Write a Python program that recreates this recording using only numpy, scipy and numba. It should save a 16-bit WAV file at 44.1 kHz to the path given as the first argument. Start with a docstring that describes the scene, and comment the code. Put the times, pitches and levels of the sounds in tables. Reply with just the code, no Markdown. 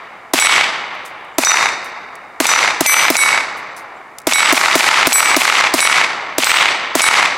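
"""Two small-calibre rifles, close to the microphone, fire from a wooden bench in leaf-covered woods.
Each blast scatters off the leaves and comes back from the trunks. Down the lane, most bullets ring a
steel spinner paddle; by the bench, actions click and spent cases drop into the leaves. A small bird
calls faintly among the trees. The camera's microphone is a closely spaced stereo pair, and its limiter
holds blast and echoes at one level until the woods die away."""
import sys
import numpy as np
from scipy import signal
from scipy.fft import rfft, irfft
from scipy.io import wavfile
from numba import njit

SR = 44100
rng = np.random.default_rng(int(sys.argv[2]) if len(sys.argv) > 2 else 0)


def output_pcm(signal):
    """Save a mono or channel-first signal as 16-bit PCM at the path in sys.argv[1].

    Samples are clipped to [-1, 1] before scaling.
    """
    pcm = np.clip(np.atleast_2d(signal).T, -1, 1) * 32767
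    wavfile.write(sys.argv[1], SR, np.round(pcm).astype(np.int16))


N = 325017
AGE = np.arange(int(2.2 * SR)) / SR  # time since a sound began, t/s

# shots; only the first one's tail is heard: t/s, report, echo level/dB, echo edge near 3 kHz/dB
SHOTS = [(-.75, "dull", -2, -3), (.3372, "dull", 0, 2), (1.3844, "dull", -2, -11),
         (2.4035, "dull", -1.5, -5), (2.8090, "deep", -2.5, -1), (3.1029, "dull", -3.5, -9),
         (4.2718, "dull", 0, -1), (4.5262, "dull", 0, -5), (4.7557, "dull", 0, -1),
         (5.0712, "sharp", -1, -5), (5.3665, "dull", 0, -1), (5.7405, "dull", 0, -2),
         (6.3835, "sharp", 1.5, 3), (6.9542, "dull", 1, -2)]
# muzzle reports by kind: crack level/dB, crack decay/s, thump level/dB, thump low cut f/Hz
REPORTS = {"dull": (2, .0012, .3, 200), "sharp": (4, .0028, 0, 190), "deep": (3.5, .003, 1.5, 105)}
# the blast's three quick pulses, 3 ms apart: delay t/s, level/dB
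BLAST_PULSES = [(.0011, 0), (.0041, -1), (.0072, -1)]
# big trunks along the lane, each a distinct slap: round trip t/s, level/dB
BIG_TRUNKS = [(.019, 2), (.0405, 0), (.051, 5), (.0865, 1.5), (.133, 3), (.158, 1.5), (.187, 1), (.243, 0),
              (.274, -1.5)]
# bullets striking steel: t/s, paddle, level/dB, tilt/(dB per octave), f/Hz the struck spot favours
HITS = [(.3988, "far large", -1.5, -2, 8300), (1.4490, "far small", -3, 0, 6300),
        (2.4680, "far small", -5, 0, 6300), (2.8635, "near small", 0, .7, 12500),
        (3.1680, "far large", -.5, -.5, 10300), (4.3350, "far large", -2, -1, 7850),
        (5.1290, "near large", 0, 0, 8100), (5.8046, "far large", -3, -1, 9800),
        (6.4440, "middle", -.5, -.5, 14000), (7.0190, "far large", -5.5, -2.5, 9000)]
# modes of each steel paddle: f/Hz, level/dB, t60/s
PADDLE_MODES = { "far large": [(2236, -5, .68), (3876, -11, .62), (5636, -13, .47), (5945, -15, .55),
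                (7752, -9, .4), (7926, -5, .42), (8166, -17, .4), (9280, -7, .35), (9430, -15, .45),
                (11108, -14, .36), (11610, -19, .38), (12000, -23, .28), (13220, -18, .33),
                (14450, -28, .27)], "far small": [(3704, -16, 1.1), (5925, -8, .5), (5950, -6, .55),
                (7117, -17, .55), (7757, -12, .33), (7930, -15, .38), (8296, -23, .42), (10680, -19, .33),
                (13230, -26, .33)], "near small": [(2067, -8, .6), (2299, -6, .8), (5696, -18, .5),
                (6029, 0, .55), (7843, -17, .45), (8053, -11, .5), (8306, -8, .55), (9448, -10, .45),
                (10960, -9, .42), (11860, -16, .4), (12240, -16, .45), (13430, -13, .45), (14740, -20, .4)],
                "near large": [(2280, -6, .7), (3946, -16, .5), (5696, -13, .55), (5959, -12, .55),
                (7843, -4, .5), (8064, -4, .52), (9426, -4, .4), (9593, -9, .38), (10850, -6, .36),
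                (11290, -21, .35), (11700, -19, .35), (11840, -9, .35), (13430, -17, .38), (13590, -12, .4),
                (14800, -22, .35)], "middle": [(2300, -11, .6), (8064, -4, .55), (8250, -14, .45),
                (9593, -22, .35), (13590, -19, .45), (14750, -23, .35)]}
# spent cases landing in dry leaves: t/s, level/dB
CASES = [(1.050, -34), (1.841, -35), (3.568, -39), (3.763, -31)]
# clicks of trigger and action: t/s, level/dB
CLICKS = [(.9508, -46), (1.2482, -50), (2.1541, -35), (4.1850, -22), (4.2010, -38), (4.2170, -40)]
# thin rising calls of a small bird: t/s, level/dB
CHIRPS = [(1.333, -56), (3.700, -57), (3.955, -57)]
# noise spectra: f/Hz, level/dB
CRACK_COLOUR = [(60, -14), (250, 0), (650, 5), (900, -2), (1400, 4), (2500, 0), (5000, -1), (9000, -2),
                (16000, -8)]  # muzzle crack
SCATTER_COLOUR = [(40, -36), (120, -22), (220, -18), (400, -11), (550, -10), (800, -3), (1250, 0),
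                  (1600, -3), (2100, 3.3), (2600, -2.5), (4000, -3.5), (8000, -4.5), (12000, -9.5),
                  (16000, -20)]  # scatter from the undergrowth
TRUNK_COLOUR = [(60, -42), (200, -25), (500, -15), (850, -3), (1300, 0), (1600, -3), (2100, 3), (3000, -4),
                (5000, -15), (9000, -27), (16000, -48)]  # slap off a trunk
SMACK_COLOUR = [(300, -22), (2000, -8), (3500, 0), (8000, 0), (11000, -11), (16000, -24)]  # bullet on steel
LEAF_COLOUR = [(300, -20), (2000, -6), (5000, -2), (9000, 0), (12000, -4), (16000, -13)]  # dry leaves, also the clicks
AIR_COLOUR = [(30, -11), (120, -5), (500, -2), (1500, -8), (4000, -18), (8000, -21), (16000, -34)]  # air of the woods


def rifles(vary_db=1.2, lead_s=.0022):
    """At the bench: a snap, the blast, then the undergrowth and the same trunks answering every shot."""
    out = np.zeros((2, N))
    stand = trunks()
    slaps = [burst(TRUNK_COLOUR, decay_s=.0035, side_db=-20) for _ in stand]
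    edge_band = signal.butter(1, [2600, 3900], "band", fs=SR, output="sos")
    for (s, report, echo_db, edge_db), woods in zip(SHOTS, scatter()):
        add(out, s - lead_s, undb(-7) * burst(SCATTER_COLOUR, decay_s=.0012, side_db=-16))
        add(out, s, blast(*REPORTS[report]))
        for (delay, db), slap in zip(stand, slaps):
            add(woods, delay, undb(db + vary_db * rng.standard_normal()) * slap)
        # no two cartridges sound alike, and the woods return each one's colour
        edge = (undb(edge_db) - 1) * signal.sosfilt(edge_band, woods)
        add(out, s, undb(echo_db) * (woods + edge))
    return out


def blast(crack_db, crack_decay_s, thump_db, low_hz,
          push_s=.00019, boom_hz=225, glide_hz=130, glide_s=.012, boom_s=.009, knock_hz=655):
    """Close up: a crack and three quick pressure pulses, with a boom and a hollow knock."""
    crack = undb(crack_db + 10) * burst(CRACK_COLOUR, crack_decay_s, side_db=-13)
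    for delay, db in BLAST_PULSES:
        add(crack, delay, undb(db + 3) * burst(CRACK_COLOUR, decay_s=.002, side_db=-13))
    t = AGE[:crack.shape[1]]
    push = sum(undb(db) * np.exp(-((t - delay) / push_s) ** 2 / 2) for delay, db in BLAST_PULSES)
    thump = signal.sosfilt(signal.butter(4, low_hz, "high", fs=SR, output="sos"), push)
    sagging_hz = boom_hz + glide_hz * np.exp(-t / glide_s)
    boom = np.sin(2 * np.pi * np.cumsum(sagging_hz) / SR) * np.exp(-t / boom_s)
    knock = np.cos(2 * np.pi * knock_hz * (t - BLAST_PULSES[0][0])) * np.exp(-t / .004)
    swell = 1 - np.exp(-t / .003)
    body = undb(15.5) * thump + (undb(6) * boom + undb(8) * knock) * swell
    return crack + undb(thump_db) * body


def trunks(count=18, nearest_s=.11, farthest_s=.31, tree_db=-3.5, fade_db_per_s=11, girth_db=1.1):
    """Round trip and level of each echo: the big trunks, then smaller trees, fainter with distance."""
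    place = (np.arange(count) + rng.random(count)) / count
    delay = nearest_s + (farthest_s - nearest_s) * place
    db = tree_db - fade_db_per_s * delay + girth_db * rng.standard_normal(count)
    return BIG_TRUNKS + list(zip(delay, db))


def scatter(patchy_db=1.4, absorb_db_per_s=4.2):
    """The undergrowth's answer to each shot: patchy noise that loses its treble with distance."""
    span = 2 ** 17
    hz = np.fft.rfftfreq(span, 1 / SR)
    shape = gains(SCATTER_COLOUR, hz)
    spectrum = rfft(rng.standard_normal(span)) * shape / np.sqrt(np.mean(shape ** 2))
    edges = np.r_[0, np.geomspace(900, 17000, 13)]
    bands = np.float32([irfft(spectrum * (hz >= lo) * (hz < hi)) for lo, hi in zip(edges, edges[1:])])
    centre_khz = (edges[1:] + edges[:-1]) / 2000
    absorbed_db = absorb_db_per_s * centre_khz[:, None] ** 1.3 * AGE  # the rate is given at 1 kHz
    fade = np.float32(undergrowth(AGE) * undb(-absorbed_db))
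    knots = np.arange(0, AGE[-1], .004)
    for shifts in rng.integers(0, span - len(AGE), (len(SHOTS), 2)):
        mid, side = ((bands[:, k:k + len(AGE)] * fade).sum(axis=0) for k in shifts)
        yield spread(mid, side, side_db=-18) * flicker(AGE, knots, patchy_db)


def undergrowth(t, leaves_db_per_s=150, thicket_s=.215, thicket_width=.43, linger_db_per_s=12):
    """Scatter strength: leaves by the bench die fast, the thicket swells, repeated scatter lingers."""
    leaves = undb(-2.5 - leaves_db_per_s * t)
    log_time = np.log((t + 1 / SR) / thicket_s)  # the swell rises faster than it falls
    thicket = undb(-8.5) * np.exp(-(log_time / thicket_width) ** 2 / 2)
    linger = undb(-11.5 - linger_db_per_s * t)
    return np.sqrt(leaves ** 2 + thicket ** 2 + linger ** 2)


def targets(spot_db=1, favour_db=4.5, waver_db=2.5, bloom_hz=1900, bloom_s=.07):
    """Down the lane: a bullet rings a paddle; echoes make each mode waver and let the low ones swell."""
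    out = np.zeros((2, N))
    t = AGE[:SR]
    knots = np.arange(0, 1, .03)
    for s, paddle, db, tilt_db, spot_hz in HITS:
        add(out, s, undb(db + 10.5) * burst(SMACK_COLOUR, decay_s=.001, side_db=-16))
        for hz, mode_db, t60 in PADDLE_MODES[paddle]:
            ring_db = db - 4 + mode_db + tilt_db * np.log2(hz / 6000) + spot_db * rng.standard_normal()
            ring_db += favour_db * np.exp(-((hz - spot_hz) / 900) ** 2)
            waver = flicker(t, knots, waver_db)
            bloom = 1 + bloom_hz / hz * (1 - np.exp(-t / bloom_s))
            tone = np.sin(2 * np.pi * (hz * t + rng.random()))
            ring = undb(ring_db - 60 * t / t60) * waver * bloom * tone
            add(out, s, spread(ring, ring * rng.standard_normal(), side_db=-18))
    return out


def cases_and_actions(crackle_db=4):
    """By the bench: spent cases crackle into dry leaves; triggers and actions click."""
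    out = np.zeros((2, N))
    for s, db in CASES:
        rustle = burst(LEAF_COLOUR, decay_s=.019, side_db=-12)
        grains = np.repeat(rng.standard_normal(128), 64)
        onset = 1 - np.exp(-AGE[:len(grains)] / .004)
        add(out, s, undb(db + crackle_db * grains) * rustle * onset)
    for s, db in CLICKS:
        add(out, s, undb(db) * burst(LEAF_COLOUR, decay_s=.003, side_db=-12))
    return out


def bird(start_hz=6700, rise_hz=1100, length_s=.035):
    """Off among the trees: a small bird's faint upward slurs."""
    out = np.zeros(N)
    progress = np.linspace(0, 1, int(length_s * SR))
    hz = start_hz + rise_hz * np.sin(np.pi / 2 * progress)
    slur = np.sin(np.pi * progress) * np.sin(2 * np.pi * np.cumsum(hz) / SR)
    for s, db in CHIRPS:
        add(out, s, undb(db) * slur)
    return out


def air():
    """All around: the steady low hush of the woods."""
    shape = gains(AIR_COLOUR, np.fft.rfftfreq(N, 1 / SR))
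    mid, side = irfft(rfft(rng.standard_normal((2, N))) * shape, N)
    return spread(mid / mid.std(), side / side.std(), side_db=-10)


def burst(colour, decay_s, side_db):
    """A sudden puff of coloured noise that dies away."""
    t = AGE[:8192]
    shape = gains(colour, np.fft.rfftfreq(len(t), 1 / SR))
    cepstrum = irfft(np.log(shape / np.sqrt(np.mean(shape ** 2))))
    cepstrum[1:] *= 2 * (t[1:] < t[-1] / 2)  # a causal filter keeps the onset sharp
    puffs = rng.standard_normal((2, len(t))) * np.exp(-t / decay_s)
    mid, side = irfft(rfft(puffs) * np.exp(rfft(cepstrum)))
    return spread(mid, side, side_db)


def spread(mid, side, side_db):
    """Left and right of two closely spaced microphones."""
    return mid + undb(side_db) * side * np.array([[1], [-1]])


def flicker(t, knots, depth_db):
    """A gain that wanders to a new random level at each knot in time."""
    return np.interp(t, knots, undb(depth_db * rng.standard_normal(len(knots))))


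def gains(colour, hz):
    """Read a spectrum on a log-frequency axis."""
    points, db = np.transpose(colour)
    return undb(np.interp(np.log(hz + 1), np.log(points), db))


def undb(db):
    """Decibels to gain."""
    return 10 ** (np.asarray(db) / 20)


def add(out, s, sound):
    """Mix a sound in at time s."""
    i = int(round(s * SR))
    lo, hi = max(i, 0), min(i + sound.shape[-1], out.shape[-1])
    if hi > lo:
        out[..., lo:hi] += sound[..., lo - i:hi - i]


def scene():
    """What reaches the microphone: shots, steel and small sounds over the faint air of the woods."""
    hush = undb(-51) * air()
    return rifles() + targets() + cases_and_actions() + bird() + hush


@njit
def follow(level, attack, release):
    """The limiter's peak follower rises fast and falls slowly."""
    out, peak = np.empty(len(level)), 0.
    for i in range(len(level)):
        peak += (level[i] - peak) * (attack if level[i] > peak else release)
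        out[i] = peak
    return out


def record(dry, attack_s=.00035, release_s=.027, ceiling_db=-3.4, top_hz=16000):
    """The camera's limiter ducks under each blast; what slips past it clips, and the top is cut."""
    attack, release = (1 - np.exp(-1 / (s * SR)) for s in (attack_s, release_s))
    peak = follow(np.abs(dry).max(axis=0), attack, release)
    reduction = np.maximum(peak / undb(ceiling_db), 1)
    held = np.clip(dry / reduction, -1, 1)
    return signal.sosfilt(signal.ellip(8, .2, 60, top_hz, fs=SR, output="sos"), held)


dry = scene()
out = record(dry)
output_pcm(out)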